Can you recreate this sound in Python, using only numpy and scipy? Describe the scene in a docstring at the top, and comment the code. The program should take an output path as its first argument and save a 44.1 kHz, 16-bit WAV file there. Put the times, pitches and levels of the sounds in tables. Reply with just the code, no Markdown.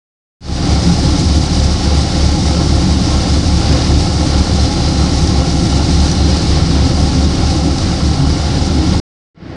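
"""A throb of twin diesels fades in, heard from the open deck of a vessel in thin river ice.
Slightly out of step, the engines beat against each other; their puffs ring the exhaust pipes and
rattle the steel deckhouse. Churned water roars, slush hisses and tinkles along the hull, plates of
ice snap and a turbocharger sings faintly. The sound cuts off, then briefly returns quieter and duller."""
import sys
import numpy as np
from scipy import signal
from scipy.fft import rfft, irfft
from scipy.io import wavfile
from scipy.ndimage import uniform_filter1d, minimum_filter1d, map_coordinates

SR = 44100
rng = np.random.default_rng(int(sys.argv[2]) if len(sys.argv) > 2 else 0)


def unload_audio(sound):
    """Save the sound as a 16-bit wav file, at the path given as the first command line argument."""
    columns = np.transpose(np.atleast_2d(sound))
    # keep every value between -1 and 1, then stretch to whole-number steps
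    steps = np.round(np.clip(columns, -1, 1) * 32767)
    wavfile.write(sys.argv[1], SR, steps.astype(np.int16))


N = 421596
TIME, BINS = np.arange(N) / SR, np.fft.rfftfreq(N, 1 / SR)


def amp(db):
    """Decibels to gain."""
    return 10 ** (np.asarray(db) / 20)


def unit(x):
    """Scales to rms 1."""
    return x / np.sqrt(np.mean(x ** 2) + 1e-20)


def curve(points):
    """An automation curve through (time, value) points."""
    return np.interp(TIME, *np.transpose(points))


def swells(rows, width_s):
    """Bell-shaped rises and falls, from (time, height) rows."""
    return sum(height * np.exp(-((TIME - s) / width_s) ** 2 / 2) for s, height in rows)


def wander(rate_hz):
    """Slow random modulation of rms 1, up to about rate_hz."""
    lowpass = (BINS > .3) / (1 + (BINS / rate_hz) ** 2)
    return unit(irfft(rfft(rng.standard_normal(N)) * lowpass, N))


def colour(points):
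    """An EQ curve through (frequency, level) points."""
    hz, db = np.transpose(points)
    return amp(np.interp(np.log(BINS + 1), np.log(hz + 1), db))


def ringing(modes):
    """The EQ curve of a bank of resonances."""
    powers = (amp(db) ** 2 / (1 + ((BINS - hz) / (0.7 * width)) ** 2) ** 2 for hz, width, db in modes)
    return np.sqrt(sum(powers))


def shaped(drive, gain):
    """Gives a white drive the spectral density gain (per root Hz)."""
    return irfft(rfft(unit(drive)) * gain, N) * np.sqrt(SR / 2)


# firing of the stronger engine, dragged down once by a passing load: (time [s], rate [Hz])
FIRING_RATE = [(0, 36.2), (1.6, 36.15), (2.4, 36.7), (3.2, 36.85), (4.8, 36.6), (5.55, 35.8), (6.7, 36.65),
               (7.6, 36.72), (8.3, 37.2)]
# how much slower the weaker engine fires, which paces the throb: (time [s], rate gap [Hz])
FIRING_SLIP = [(0, 2.04), (.7, 1.78), (1.2, 1.83), (1.7, 1.5), (2.3, 1.9), (2.9, 2.41), (3.5, 2.6),
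               (4.1, 2.3), (4.7, 2.31), (5.2, 2.77), (5.7, 2.62), (6.2, 1.49), (6.7, 2.16), (7.3, 2.38),
               (8.0, 2.3), (8.5, 3.05), (9.0, 2.85)]

def firing_cycles():
    """Running count of each engine's firings: both creep up and sag together, the weaker one lagging."""
    strong_hz = curve(FIRING_RATE)
    weak_hz = strong_hz - curve(FIRING_SLIP)
    return np.cumsum(strong_hz) / SR, np.cumsum(weak_hz) / SR


# exhaust tones of the stronger engine: (multiple of the firing rate, level [dB])
ENGINE_TONES = [(1, -27.5), (2, -15.5), (3, -32), (4, -30.5), (5, -28.5)]
# the weaker engine against those, tone by tone: (trim [dB])
WEAKER_TRIM = [1, -5.5, -0.5, -2.5, -6]

def engine(cycles, trim_db, waver_db=1.0, recede_db_per_s=0.24):
    """One diesel's low tones sway with the load and weaken as the vessel draws away."""
    tones = sum(amp(db + trim) * np.cos(2 * np.pi * harmonic * cycles)
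                for (harmonic, db), trim in zip(ENGINE_TONES, trim_db))
    return np.sqrt(2) * tones * amp(waver_db * wander(3) - recede_db_per_s * TIME)


def puffs(firings, depth):
    """Turbulent gas, pulsing at twice each engine's firing rate."""
    pulse = sum(np.cos(4 * np.pi * cycles) for cycles in firings) / 2
    return np.exp(depth * pulse) * rng.standard_normal(N)


# exhaust pipe resonances: (frequency [Hz], width [Hz], level [dB])
PIPE_MODES = [(91, 42, -36), (153, 34.2, -39), (180, 38, -37.5), (268, 31, -40.5), (313.6, 67.3, -41.5)]
# fader ride on the rumble: (time [s], level [dB])
RUMBLE_RIDE = [(.6, 0), (1.2, 0.5), (1.7, -2), (2.2, -2), (2.6, 0), (3.6, 0), (4.1, -0.1), (4.8, -1),
               (5.2, 0.3), (5.8, 0.3), (6.4, -1), (7.1, 0.5), (7.35, -0.2), (7.7, .5), (8.5, -2.1),
               (9, 1.5)]

def exhaust(firings, puff_depth=0.12, surge_db=1.25):
    """The puffs ring the exhaust pipes: a rumble that surges unevenly."""
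    low_cut = 1 / np.sqrt(1 + (55 / (BINS + 1)) ** 8)  # an open pipe radiates little deep bass
    rumble = shaped(puffs(firings, puff_depth), ringing(PIPE_MODES) * low_cut)
    return rumble * amp(curve(RUMBLE_RIDE) + surge_db * wander(21))


# steel deckhouse resonances: (frequency [Hz], width [Hz], level [dB])
DECKHOUSE_MODES = [(517.8, 21, -47.5), (571, 35, -55.5), (697, 70, -54.5), (777, 83, -53), (833, 47, -52.5),
                   (1085, 118, -60), (1345, 102, -59), (2183, 110, -66), (2935, 240, -67)]
# fader ride on the clatter: (time [s], level [dB])
CLATTER_RIDE = [(0.75, 1.5), (1.5, -1), (2.4, 1.5), (3.1, 0.5), (5.4, 1.5), (6.5, -0.6), (7.0, 0.2),
                (8.0, 0), (9.0, -0.5)]

def clatter(firings, puff_depth=0.25, chug_db=1.5, chug_hz=20, drift_share=0.00801):
    """The steelwork rattles in uneven chugs, its resonances drifting a little."""
    steel = shaped(puffs(firings, puff_depth), ringing(DECKHOUSE_MODES))
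    speed = 1 + drift_share * wander(2.96)
    drifting = map_coordinates(steel, [np.cumsum(speed)], order=3, mode="wrap")
    return drifting * amp(curve(CLATTER_RIDE) + chug_db * wander(chug_hz))


# bass-heavy roar of the water: (frequency [Hz], level [dB])
WASH_EQ = [(15, -65.5), (38, -57.5), (52, -44.5), (120, -40.5), (225, -57), (400, -54.5), (650, -61),
           (950, -63.5), (1450, -66), (2500, -70.5), (5000, -63.5), (10000, -107.5)]

def wash(swell_db=1.7):
    """Churned water roars and swells gently."""
    return shaped(rng.standard_normal(N), colour(WASH_EQ)) * amp(swell_db * wander(3.8))


def splinters(shards_per_s=2400, spread_db=2.0, ring_s=0.0021, pitches=30):
    """Countless splinters of ice, each ringing for an instant at a random time and strength."""
    t = np.arange(1024) / SR
    tinkle = np.zeros(N)
    for hz in np.linspace(1500, 11000, pitches):
        struck = rng.random(N) < shards_per_s / pitches / SR
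        strength = amp(spread_db * np.minimum(rng.standard_exponential(N), 5))
        ping = np.exp(-t / ring_s) * np.sin(2 * np.pi * hz * t)
        tinkle += signal.oaconvolve(struck * strength, ping)[:N]
    return tinkle - tinkle.mean()


# bright hiss of ice along the hull: (frequency [Hz], level [dB])
SLUSH_EQ = [(800, -101.5), (1800, -67.5), (2600, -70.5), (3300, -69), (3650, -62.5), (4250, -62),
            (4600, -59), (5100, -59), (5800, -61), (6300, -65.5), (7300, -70.5), (8900, -74),
            (10200, -80.5), (11500, -99.5)]
# brief surges of the slush: (time [s], boost [dB])
SLUSH_SURGES = [(1.2, 2), (6.04, 3), (6.38, 2.5), (7.52, 3), (7.82, 1.5)]

def slush(tinkle_share=0.23, clump_db=0.96, hold_db=0.4, ease_from_s=5.45, ease_db_per_s=1.02):
    """Splinters tinkle over a fizz of spray, in clumps as the ice gives way; the level holds, then eases."""
    tinkle = unit(shaped(splinters(), colour(SLUSH_EQ)))
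    spray = shaped(rng.standard_normal(N), colour(SLUSH_EQ))
    blend = np.sqrt(1 - tinkle_share) * spray + np.sqrt(tinkle_share) * spray.std() * tinkle
    ride_db = hold_db - ease_db_per_s * np.maximum(TIME - ease_from_s, 0)
    return blend * amp(ride_db + swells(SLUSH_SURGES, width_s=0.031) + clump_db * wander(15))


def tone_swell(s, hz, db, width_s):
    """One tone swells and dies back."""
    return np.sqrt(2) * swells([(s, amp(db))], width_s) * np.sin(2 * np.pi * (hz * TIME + rng.random()))


# low accents in the rumble: (time [s], pitch [Hz], level [dB], swell width [s])
RUMBLE_SWELLS = [(0.686, 288, -18.5, 0.03), (0.896, 174.3, -9.5, 0.028), (1.145, 284.6, -21, 0.025),
                 (1.2, 159, -19, 0.045), (2.547, 174, -14, 0.039), (2.864, 184.2, -15, 0.028),
                 (3.52, 172.6, -18, 0.033), (3.722, 150, -15, 0.026), (5.654, 113, -16, 0.035),
                 (6.67, 168.7, -14.5, 0.055), (6.824, 264.5, -21.5, 0.11), (7.18, 261.6, -20.5, 0.036),
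                 (7.59, 304, -21, 0.037), (8.207, 140, -14, 0.04), (8.216, 269, -18, 0.042),
                 (8.767, 255, -17, 0.026), (8.81, 312, -19, 0.035)]

def rumble_swells():
    """Brief low swells in the rumble, with one strong boom near 0.9 s."""
    return sum(tone_swell(*swell) for swell in RUMBLE_SWELLS)


# metallic accents above the clatter: (time [s], pitch [Hz], level [dB])
PANEL_RINGS = [(.75, 780, -28), (2.37, 827, -30.5), (2.41, 759, -30), (3.63, 802, -28), (4.05, 836, -31),
               (4.39, 834, -31.5), (4.71, 829, -30), (4.99, 807, -30), (5.43, 796, -30), (6.92, 792, -31)]

def steel_rings():
    """A steel panel is shaken into ringing for a moment."""
    return sum(tone_swell(*ring, width_s=0.028) for ring in PANEL_RINGS)


# sharp cracks of ice: (time [s], level [dB])
ICE_SNAPS = [(2.122, -16.5), (2.316, -17), (3.726, -11.5), (4.394, -14), (5.274, -13), (6.115, -10.5),
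             (7.472, -20), (7.783, -12)]

def snaps(decay_s=0.0042):
    """Larger plates break, each a short burst in the colour of the slush."""
    bursts = sum(amp(db) * (TIME >= s) * np.exp(-abs(TIME - s) / decay_s) for s, db in ICE_SNAPS)
    return bursts * unit(shaped(rng.standard_normal(N), colour(SLUSH_EQ))) / 2


# blade tone of the turbocharger: (time [s], pitch [Hz])
BLADE_PITCH = [(.5, 4112), (2.5, 4132), (4.5, 4098), (5.4, 4103), (6.4, 4144), (8, 4175)]
# fader ride on the whistle, which twice comes through the hiss: (time [s], level [dB])
WHISTLE_RIDE = [(3.9, -46), (4.2, -41), (4.48, -43.5), (4.57, -31.5), (4.72, -37.5), (4.9, -35),
                (5.07, -36.5), (5.17, -47), (5.35, -40), (5.55, -47), (5.8, -38), (6.1, -35), (6.42, -34),
                (6.55, -42), (6.9, -42.5), (7.2, -47)]

def turbo(jitter_hz=2, flutter_db=0.9, octave_db=-56.5):
    """Spinning blades sing a thin whistle and its octave, fluttering in the moving air."""
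    phase = 2 * np.pi * np.cumsum(curve(BLADE_PITCH) + jitter_hz * wander(12)) / SR
    whistle = amp(curve(WHISTLE_RIDE)) * np.sin(phase)
    octave = amp(octave_db) * np.sin(2 * phase)
    return np.sqrt(2) * amp(flutter_db * wander(7.4)) * (whistle + octave)


# modes of one hard piece of ice: (frequency [Hz], level [dB], time to fall 60 dB [s])
CHINK_MODES = [(5615, -22.5, .05), (5950, -19, .05), (6480, -23, .023)]

def chink(strike_s=6.114):
    """A hard piece of ice is struck and rings like glass."""
    age = np.maximum(TIME - strike_s, 0)
    return sum(amp(db - 60 * np.minimum(age / t60, 3)) * np.sin(2 * np.pi * hz * age)
               for hz, db, t60 in CHINK_MODES)


def fade_in(start_s, length_s, first_step):
    """A small step out of silence, then a straight ramp toward full level."""
    return np.clip(first_step + (TIME - start_s) / length_s, 0, 1) * (TIME >= start_s)


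# EQ of the quieter, duller ending: (frequency [Hz], gain [dB])
ENDING_EQ = [(70, -13.5), (180, -11), (330, -8), (600, -4), (800, -10), (1900, -3.5), (3000, -10),
             (5000, -17), (8000, -23.5)]

def scene(cut_s=9.0, cut_length_s=0.002):
    """Engines and ice fade in, cut to silence, and start to fade back in, muffled."""
    strong, weak = firings = firing_cycles()
    throb = engine(strong, np.zeros(len(ENGINE_TONES))) + engine(weak, WEAKER_TRIM)
    machinery = throb + exhaust(firings) + rumble_swells() + clatter(firings) + steel_rings() + turbo()
    deck = machinery + wash() + slush() + snaps() + chink()
    gate = np.clip((cut_s - TIME) / cut_length_s + 0.5, 0, 1)
    passage = deck * fade_in(start_s=0.407, length_s=0.3, first_step=0.023) * gate
    muffled = irfft(rfft(deck) * colour(ENDING_EQ), N)
    ending = muffled * fade_in(start_s=9.346, length_s=0.28, first_step=0.017)
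    return (passage + ending)[None]


def record(dry, ceiling=0.95, window=256, cutoff_hz=11300):
    """A fast limiter holds down the tallest peaks; a steep low-pass trims the top."""
    allowed = np.minimum(1, ceiling / (abs(dry) + 1e-9))
    limited = dry * uniform_filter1d(minimum_filter1d(allowed, window), window)
    lowpass = signal.firwin(511, cutoff_hz, window=("kaiser", 9), fs=SR)
    return signal.oaconvolve(limited, lowpass[None], "same")


dry = scene()
out = record(dry)
unload_audio(out)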